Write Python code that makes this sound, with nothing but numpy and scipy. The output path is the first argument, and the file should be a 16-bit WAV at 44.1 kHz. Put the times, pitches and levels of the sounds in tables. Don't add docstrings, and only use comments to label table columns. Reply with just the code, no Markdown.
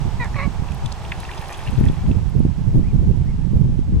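import sys
import numpy as np
from scipy import signal
from scipy.fft import rfft, irfft
from scipy.io import wavfile
from scipy.ndimage import uniform_filter1d

SR = 44100
rng = np.random.default_rng(int(sys.argv[2]) if len(sys.argv) > 2 else 0)


def materialize(psi):
    bounded = np.clip(np.atleast_2d(psi).T, -1, 1)
    quanta = np.round(bounded * 32767).astype(np.int16)
    wavfile.write(sys.argv[1], SR, quanta)


N = 176400


def amp(db):
    return 10 ** (np.asarray(db) / 20)


def evened(x):
    return x / np.sqrt(np.mean(x ** 2) + 1e-20)


def read(points, hz):
    f, value = np.transpose(points)
    return np.interp(np.log(hz + 1), np.log(f + 1), value)


def curve(rows, t):
    s, *cols = np.transpose(rows)
    return [np.interp(t, s, c) for c in cols]


def add(mix, s, sound):
    part = mix[round(s * SR):][:len(sound)]
    part += sound[:len(part)]


def coloured(points):
    gain = amp(read(points, np.fft.rfftfreq(N, 1 / SR)))
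    return evened(irfft(rfft(rng.standard_normal((2, N))) * gain, N))


def resonate(x, hz, width):
    turn = np.exp(2j * np.pi * np.cumsum(hz * np.ones(len(x))) / SR)
    r = np.exp(-np.pi * width / SR)
    return 2 * (turn * signal.lfilter([1 - r], [1, -r], x / turn)).real


# (frequency [Hz], shared share [0-1])
PORT_LIKENESS = [(60, 0.13), (180, 0.7), (550, 1), (1650, 0.5), (4970, 0.2), (15000, 1)]
# (frequency [Hz], left minus right [dB])
PORT_BALANCE = [(60, -6), (180, 0), (550, 1), (1650, -4.5), (4970, -2), (15000, 2)]
# (frequency [Hz], lead of the left port [rad])
PORT_LEAD = [(0, 0.13), (1290, 0.47), (2840, 0.48), (4130, 0.75), (4820, 0.28), (15200, 1)]


def ports(x, other, balance=PORT_BALANCE, lead=PORT_LEAD):
    hz = np.fft.rfftfreq(N, 1 / SR)
    same = np.clip(read(PORT_LIKENESS, hz), 0, 1)
    half = amp(read(balance, hz) / 2)
    left = rfft(x)
    right = same * left * np.exp(-1j * read(lead, hz)) + np.sqrt(1 - same ** 2) * rfft(other)
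    return irfft([left * half, right / half], N)


# (time [s], hum level [dB], treble level [dB])
WASH_LEVEL = [(0.0, -44, -49), (0.63, -43.5, -50.5), (1.53, -40.5, -48.5), (2.38, -51, -55),
              (4.0, -55, -58.5)]
# (frequency [Hz], relative level [dB per Hz])
HUM_SPECTRUM = [(150, -21), (350, -1.5), (550, -6), (850, 2.5), (1100, -4), (1400, -10.5), (2200, -20.5),
                (3500, -29)]
# (frequency [Hz], relative level [dB per Hz])
HISS_SPECTRUM = [(880, -16), (1500, -1.5), (2830, -2), (4440, -6.5), (5510, -6.5), (8150, -13),
                 (15600, -29.5)]
HUM_DB, HISS_DB, WHINE_DB = 3.5, 3, -17.5
WHINE_HZ, WHINE_THROB_HZ = 7882, 30


def wash():
    t = np.arange(N) / SR
    hum_db, hiss_db = curve(WASH_LEVEL, t)
    hum = amp(hum_db + HUM_DB) * coloured([(60, -24)] + HUM_SPECTRUM + [(7000, -50)])
    hiss = amp(hiss_db + HISS_DB) * coloured([(500, -22)] + HISS_SPECTRUM)
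    throb = 1 + 0.79 * np.sin(2 * np.pi * WHINE_THROB_HZ * t)
    whine = amp(hiss_db + WHINE_DB) * np.sin(2 * np.pi * WHINE_HZ * t) * throb
    return ports(*(hum + hiss)) + whine


# (time [s], left port [dB], right port [dB])
GUSTS = [(0.0, -33, -19), (0.06, -18, -10), (0.1, -34, -18), (0.19, -21, -19), (0.23, -23, -28.5),
         (0.44, -35, -15.5), (0.48, -33, -11), (0.53, -34, -25.5), (0.62, -25, -13.5), (0.66, -36, -21.5),
         (0.74, -27, -17.5), (0.81, -35, -26), (0.84, -16.5, -28), (0.93, -31.5, -25.5), (1.06, -29, -29),
         (1.6, -34.5, -30), (1.7, -16.5, -19), (1.73, -45, -16), (1.78, -10, -27.5), (1.83, -15, -10),
         (1.9, -10.5, -18), (1.94, -35, -16.5), (2.03, -16.5, -21.5), (2.09, -13.5, -8.5), (2.32, -34, -17),
         (2.36, -14, -12.5), (2.43, -28.5, -17), (2.46, -11, -19.5), (2.51, -31, -16.5),
         (2.7, -23.5, -11.5), (2.75, -7.5, -8), (2.84, -18, -17.5), (3.11, -20, -10), (3.18, -25, -13.5),
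         (3.22, -14.5, -14), (3.25, -29, -17), (3.29, -16.5, -15), (3.5, -32.5, -17), (3.54, -12.5, -9),
         (3.58, -19.5, -10.5), (3.62, -24, -14.5), (3.66, -19, -12), (3.79, -28, -13.5), (4.0, -10.5, -16)]
# (frequency [Hz], relative level [dB per Hz])
RUMBLE = [(12, -3.5), (30, 0.5), (60, 1), (90, -0.5), (140, -17.5), (300, -33), (900, -97)]
# (frequency [Hz], relative level [dB per Hz])
BODY = [(40, -69), (80, -3.5), (130, 0), (180, -4.5), (250, -20.5), (450, -60), (900, -94)]
# (frequency [Hz], relative level [dB per Hz])
BUFFET = [(100, -48), (220, 4.5), (300, -2.5), (420, -8.5), (650, -21.5), (1500, -55)]
# (time [s], peak above 180 Hz before port split and limit [dB], left minus right before ONE_SIDED [dB])
THUMPS = [(0.62, -17.5, -20.0), (1.808, -5, 7.5), (1.896, -8.5, -9.5), (2.109, -9, 1), (2.353, -11, -13),
          (2.401, -3, -13), (2.449, -2.5, -7.5), (2.462, -10, -13), (2.749, -14, 16), (2.792, -8, -5),
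          (3.066, -33, -14), (3.11, -7, -8), (3.135, -21, -8), (3.531, -9.5, -9), (3.789, -4, -22),
          (3.921, -14, -15)]
STRONG_DB = -14.5
BODY_DB, BODY_GROWTH = -0.5, 0.28
BUFFET_DB, BUFFET_GROWTH = -17, 0.73
LUMP_DB, LUMP_S = 4.5, 0.017
RUMBLE_LUMP, BUFFET_LUMP = 0.47, 1.04
THUMP_S, THUMP_BACK = .0011, 0.31
THUMP_BASS_DB = 6.5
ONE_SIDED = 1.95
WIND_LIMIT = .96


def wind():
    port_db = np.array(curve(GUSTS, np.arange(N) / SR))
    size = int(LUMP_S * SR)
    slow = uniform_filter1d(uniform_filter1d(rng.standard_normal((2, N)), size), size)
    lump_db = LUMP_DB * np.clip(evened(slow), -2.5, 2.2)
    rumble = evened(coloured(RUMBLE) * amp(RUMBLE_LUMP * lump_db))
    body = evened(coloured(BODY) * amp(lump_db))
    buffet = evened(coloured(BUFFET) * amp(BUFFET_LUMP * lump_db))
    over_db = port_db - STRONG_DB
    body_share = amp(BODY_DB + BODY_GROWTH * over_db)
    push = (rumble + body_share * body) / np.sqrt(1 + body_share ** 2)
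    push = push + amp(BUFFET_DB + BUFFET_GROWTH * over_db) * buffet
    push = amp(port_db) * push
    t = np.arange(-500, 900) / SR
    swing_back = THUMP_BACK * np.exp(-((t - 1.94 * THUMP_S) / (2.9 * THUMP_S)) ** 2)
    thump = swing_back - np.exp(-(t / THUMP_S) ** 2)
    for s, db, pan in THUMPS:
        for side, sign in zip(push, (-1, 1)):
            port_gain = 1 / np.sqrt(1 + amp(2 * ONE_SIDED * sign * pan))
            add(side, s - .008, amp(db + THUMP_BASS_DB) * port_gain * thump)
    return push / (1 + (push / WIND_LIMIT) ** 4) ** (1 / 4)


# (start [s], length [s], start pitch [Hz], top pitch [Hz], end pitch [Hz], level [dB])
PEEPS = [(1.955, .07, 1900, 2300, 2250, -57), (2.832, .092, 1860, 2500, 2000, -55.5),
         (3.262, .061, 1830, 2220, 1960, -56)]
PEAK_AT = 1.4


def peep(start, length, from_hz, top_hz, end_hz, db):
    u = np.arange(0, 1, 1 / (length * SR))
    bent = u ** PEAK_AT
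    arch = 1 - abs(1 - 2 * bent) ** 1.6
    hz = top_hz - (1 - arch) * np.where(bent < .5, top_hz - from_hz, top_hz - end_hz)
    fade = np.minimum(np.minimum(u, 1 - u) / 0.075, 1)
    return start, amp(db) * np.sqrt(2) * fade * np.sin(2 * np.pi * np.cumsum(hz) / SR)


# (time [s], pitch [Hz], level [dB], roughness [0-1, clipped])
HONKS = [
    [(.192, 524, -58, 0), (.202, 492, -32, 0.3), (.227, 474, -28, 0.31), (.243, 457.5, -33.5, 0.4),
     (.256, 379, -32, 0.9), (.272, 340, -42, 1.1), (.285, 320, -49, 0.8)],
    [(.352, 587.7, -40.5, 0.6), (.36, 582, -29.5, 0.68), (.378, 562.7, -37, 0.4), (.39, 542, -25, 0.6),
     (.413, 541.7, -29.5, 0.6), (.436, 575, -29.5, 0.47), (.456, 553, -37, 0.3), (.475, 552, -47, 0.4)],
]
# (frequency [Hz], width [Hz], level [dB])
THROAT = [(570, 90, -3), (1050, 230, 0), (2020, 280, 0), (2500, 300, -10), (3950, 450, -23)]
FLUTTER_HZ, FLUTTER = 83.2, 0.59
JITTER = .5
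OPEN_HZ, MOUTH = 520, .35


def honk(rows):
    t = np.arange(rows[0][0], rows[-1][0], 1 / SR)
    hz, level_db, rough = curve(rows, t)
    rough = np.clip(rough, 0, 1)
    wander = uniform_filter1d(rng.standard_normal(len(t)), 60)
    turns = np.cumsum(hz * (1 + JITTER * rough * wander)) / SR
    folds = sum(np.cos(2 * np.pi * k * turns) for k in range(1, 11))
    flutter_hz = FLUTTER_HZ * (1 + 4.7 * uniform_filter1d(rng.standard_normal(len(t)), 500))
    folds = folds * np.exp(FLUTTER * rough * np.sin(2 * np.pi * np.cumsum(flutter_hz) / SR))
    puffs = (0.19 + np.exp(-(turns % 1) / 0.21)) * rng.standard_normal(len(t))
    drive = (1 - rough) * evened(folds) + rough * evened(puffs)
    mouth = (hz / OPEN_HZ) ** MOUTH
    throat = np.zeros(len(t))
    for k, (f, width, db) in enumerate(THROAT):
        ring = resonate(resonate(drive, f * mouth, 1.32 * width), f * mouth, 1.76 * width)
        throat += (-1) ** k * amp(db) * ring
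    return t[0], amp(level_db) * evened(throat)


GLIDE = 12


def swell(t, length):
    return t / length * np.exp(1 - t / length)


def bubble(hz, length):
    t = np.arange(1500) / SR
    return np.sin(2 * np.pi * hz * (t + GLIDE * t ** 2 / 2)) * swell(t, length)


def burst(hz, width, length):
    t = np.arange(1500) / SR
    puff = rng.standard_normal(len(t)) * swell(t, length) ** 2
    for _ in range(3):
        puff = resonate(puff, hz, width)
    return puff / abs(puff).max()


TICK_CYCLES = .6


def tick(hz):
    turns = np.arange(-40, 40) / SR * hz
    return np.sin(2 * np.pi * turns) * np.exp(-(turns / TICK_CYCLES) ** 2)


def patter():
    drops_per_s, spread_db, cycles, tilt_db = 1500, 4., 4., -3
    size = amp(spread_db * np.minimum(rng.exponential(1, N), 4)) * (rng.random(N) < drops_per_s / SR)
    kind = rng.integers(0, 24, N)
    drops = np.zeros(N)
    for k, hz in enumerate(np.geomspace(1700, 10500, 24)):
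        drop = bubble(hz, cycles / (6 * hz)) * amp(tilt_db * np.log2(hz / 1000))
        drops += signal.oaconvolve(size * (kind == k), drop)[:N]
    return evened(drops)


# (time [s], level [dB], pitch [Hz], swelling time [ms])
PLOPS = [(0.3428, -32, 1830, 2.7), (0.6848, -34.5, 2530, 1.7), (0.7196, -38, 2390, 1.56),
         (0.859, -31, 3340, 2.3), (0.9191, -30.5, 4080, 2), (1.049, -31.5, 2686, 2.15),
         (1.118, -21.5, 2360, 2), (1.12, -18, 2020, 1.47), (1.1255, -33, 1900, 1), (1.204, -38, 3720, 2.2),
         (1.241, -36, 4900, 0.76), (1.251, -34, 2610, 2.37), (1.2916, -32, 1830, 2.6),
         (1.313, -29.5, 2280, 1.7), (1.3347, -36, 2640, 2.2), (1.3788, -35.5, 4900, 1.7),
         (1.4217, -38, 1690, 3.8), (1.5227, -33, 2280, 1.75), (1.5442, -33, 3040, 2.3),
         (1.6735, -29, 2720, 2.2), (1.6834, -30, 2450, 1.9), (1.839, -33, 2130, 1.9),
         (1.8617, -32, 1830, 2.8), (1.8844, -34.5, 3225, 2.2), (2.064, -38, 2050, 0.86),
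         (2.1137, -36, 2600, 1.33)]
# (time [s], level [dB], centre [Hz])
TICKS = [(0.245, -26, 6160), (.721, -31, 6960), (.746, -31, 10500), (0.86, -23, 6200), (0.924, -19, 5800),
         (1.122, -40, 12000), (1.202, -25, 7900), (1.205, -39, 11000), (1.346, -31, 7000),
         (1.358, -36, 6000), (1.418, -32, 12500), (1.447, -36, 7000), (1.485, -33, 10000),
         (1.507, -36, 11500), (1.526, -24, 6500), (1.531, -24, 6000), (1.542, -30, 6000),
         (1.574, -31, 8500), (1.784, -36, 6000), (1.801, -35, 12500), (1.854, -30, 7260),
         (2.297, -38, 10500), (2.395, -36.5, 9500), (2.752, -48, 11000)]
# (time [s], level of fine droplets [dB])
STIR = [(.8, -60), (1.2, -50), (1.55, -46.5), (1.8, -49.5), (2.12, -61)]
# (time [s], level [dB])
CALM = [(.55, -75), (2.3, -80)]
RING = .5
SPRAY_WIDTH = .7


def splashes():
    out = np.zeros(N)
    for s, db, hz, ms in PLOPS:
        length = max(ms, .3) / 1000
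        plop = RING * bubble(hz, length) + burst(hz, SPRAY_WIDTH * hz, length)
        add(out, s - length / 2, amp(db) * plop)
    for s, db, hz in TICKS:
        add(out, s, amp(db) * tick(hz))
    drops_db = curve(CALM[:1] + STIR + CALM[1:], np.arange(N) / SR)[0]
    return out + patter() * amp(drops_db)


BANK_DB, BANK_T60 = -9, .008


def bank(x):
    t = np.arange(1200) / SR
    taps = rng.choice([-1., 1.], len(t)) * (rng.random(len(t)) < .15) * amp(-60 * t / BANK_T60)
    return signal.oaconvolve(x, taps / np.linalg.norm(taps))[:N]


# (frequency [Hz], left minus right [dB])
SWAN_BALANCE = [(450, -1.5), (1200, 4), (2000, -7.5), (3300, 19)]
# (frequency [Hz], lead of the left port [rad])
SWAN_LEAD = [(500, 0.23), (1100, 1), (2000, 0.49), (4000, 0.5)]
NEAR_DB = 3.0


def scene():
    water = splashes()
    swan, chick = np.zeros((2, N))
    for rows in HONKS:
        add(swan, *honk(rows))
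    for row in PEEPS:
        add(chick, *peep(*row))
    echo = bank(water)
    near = amp(NEAR_DB) * ports(water + chick + amp(BANK_DB) * echo, echo)
    return near + ports(swan, swan, SWAN_BALANCE, SWAN_LEAD) + wash() + wind()


def record(dry):
    low_pass = signal.firwin(2047, 15750, window=("kaiser", 9), fs=SR)
    return signal.oaconvolve(dry, low_pass[None], "same")


dry = scene()
out = record(dry)
materialize(out)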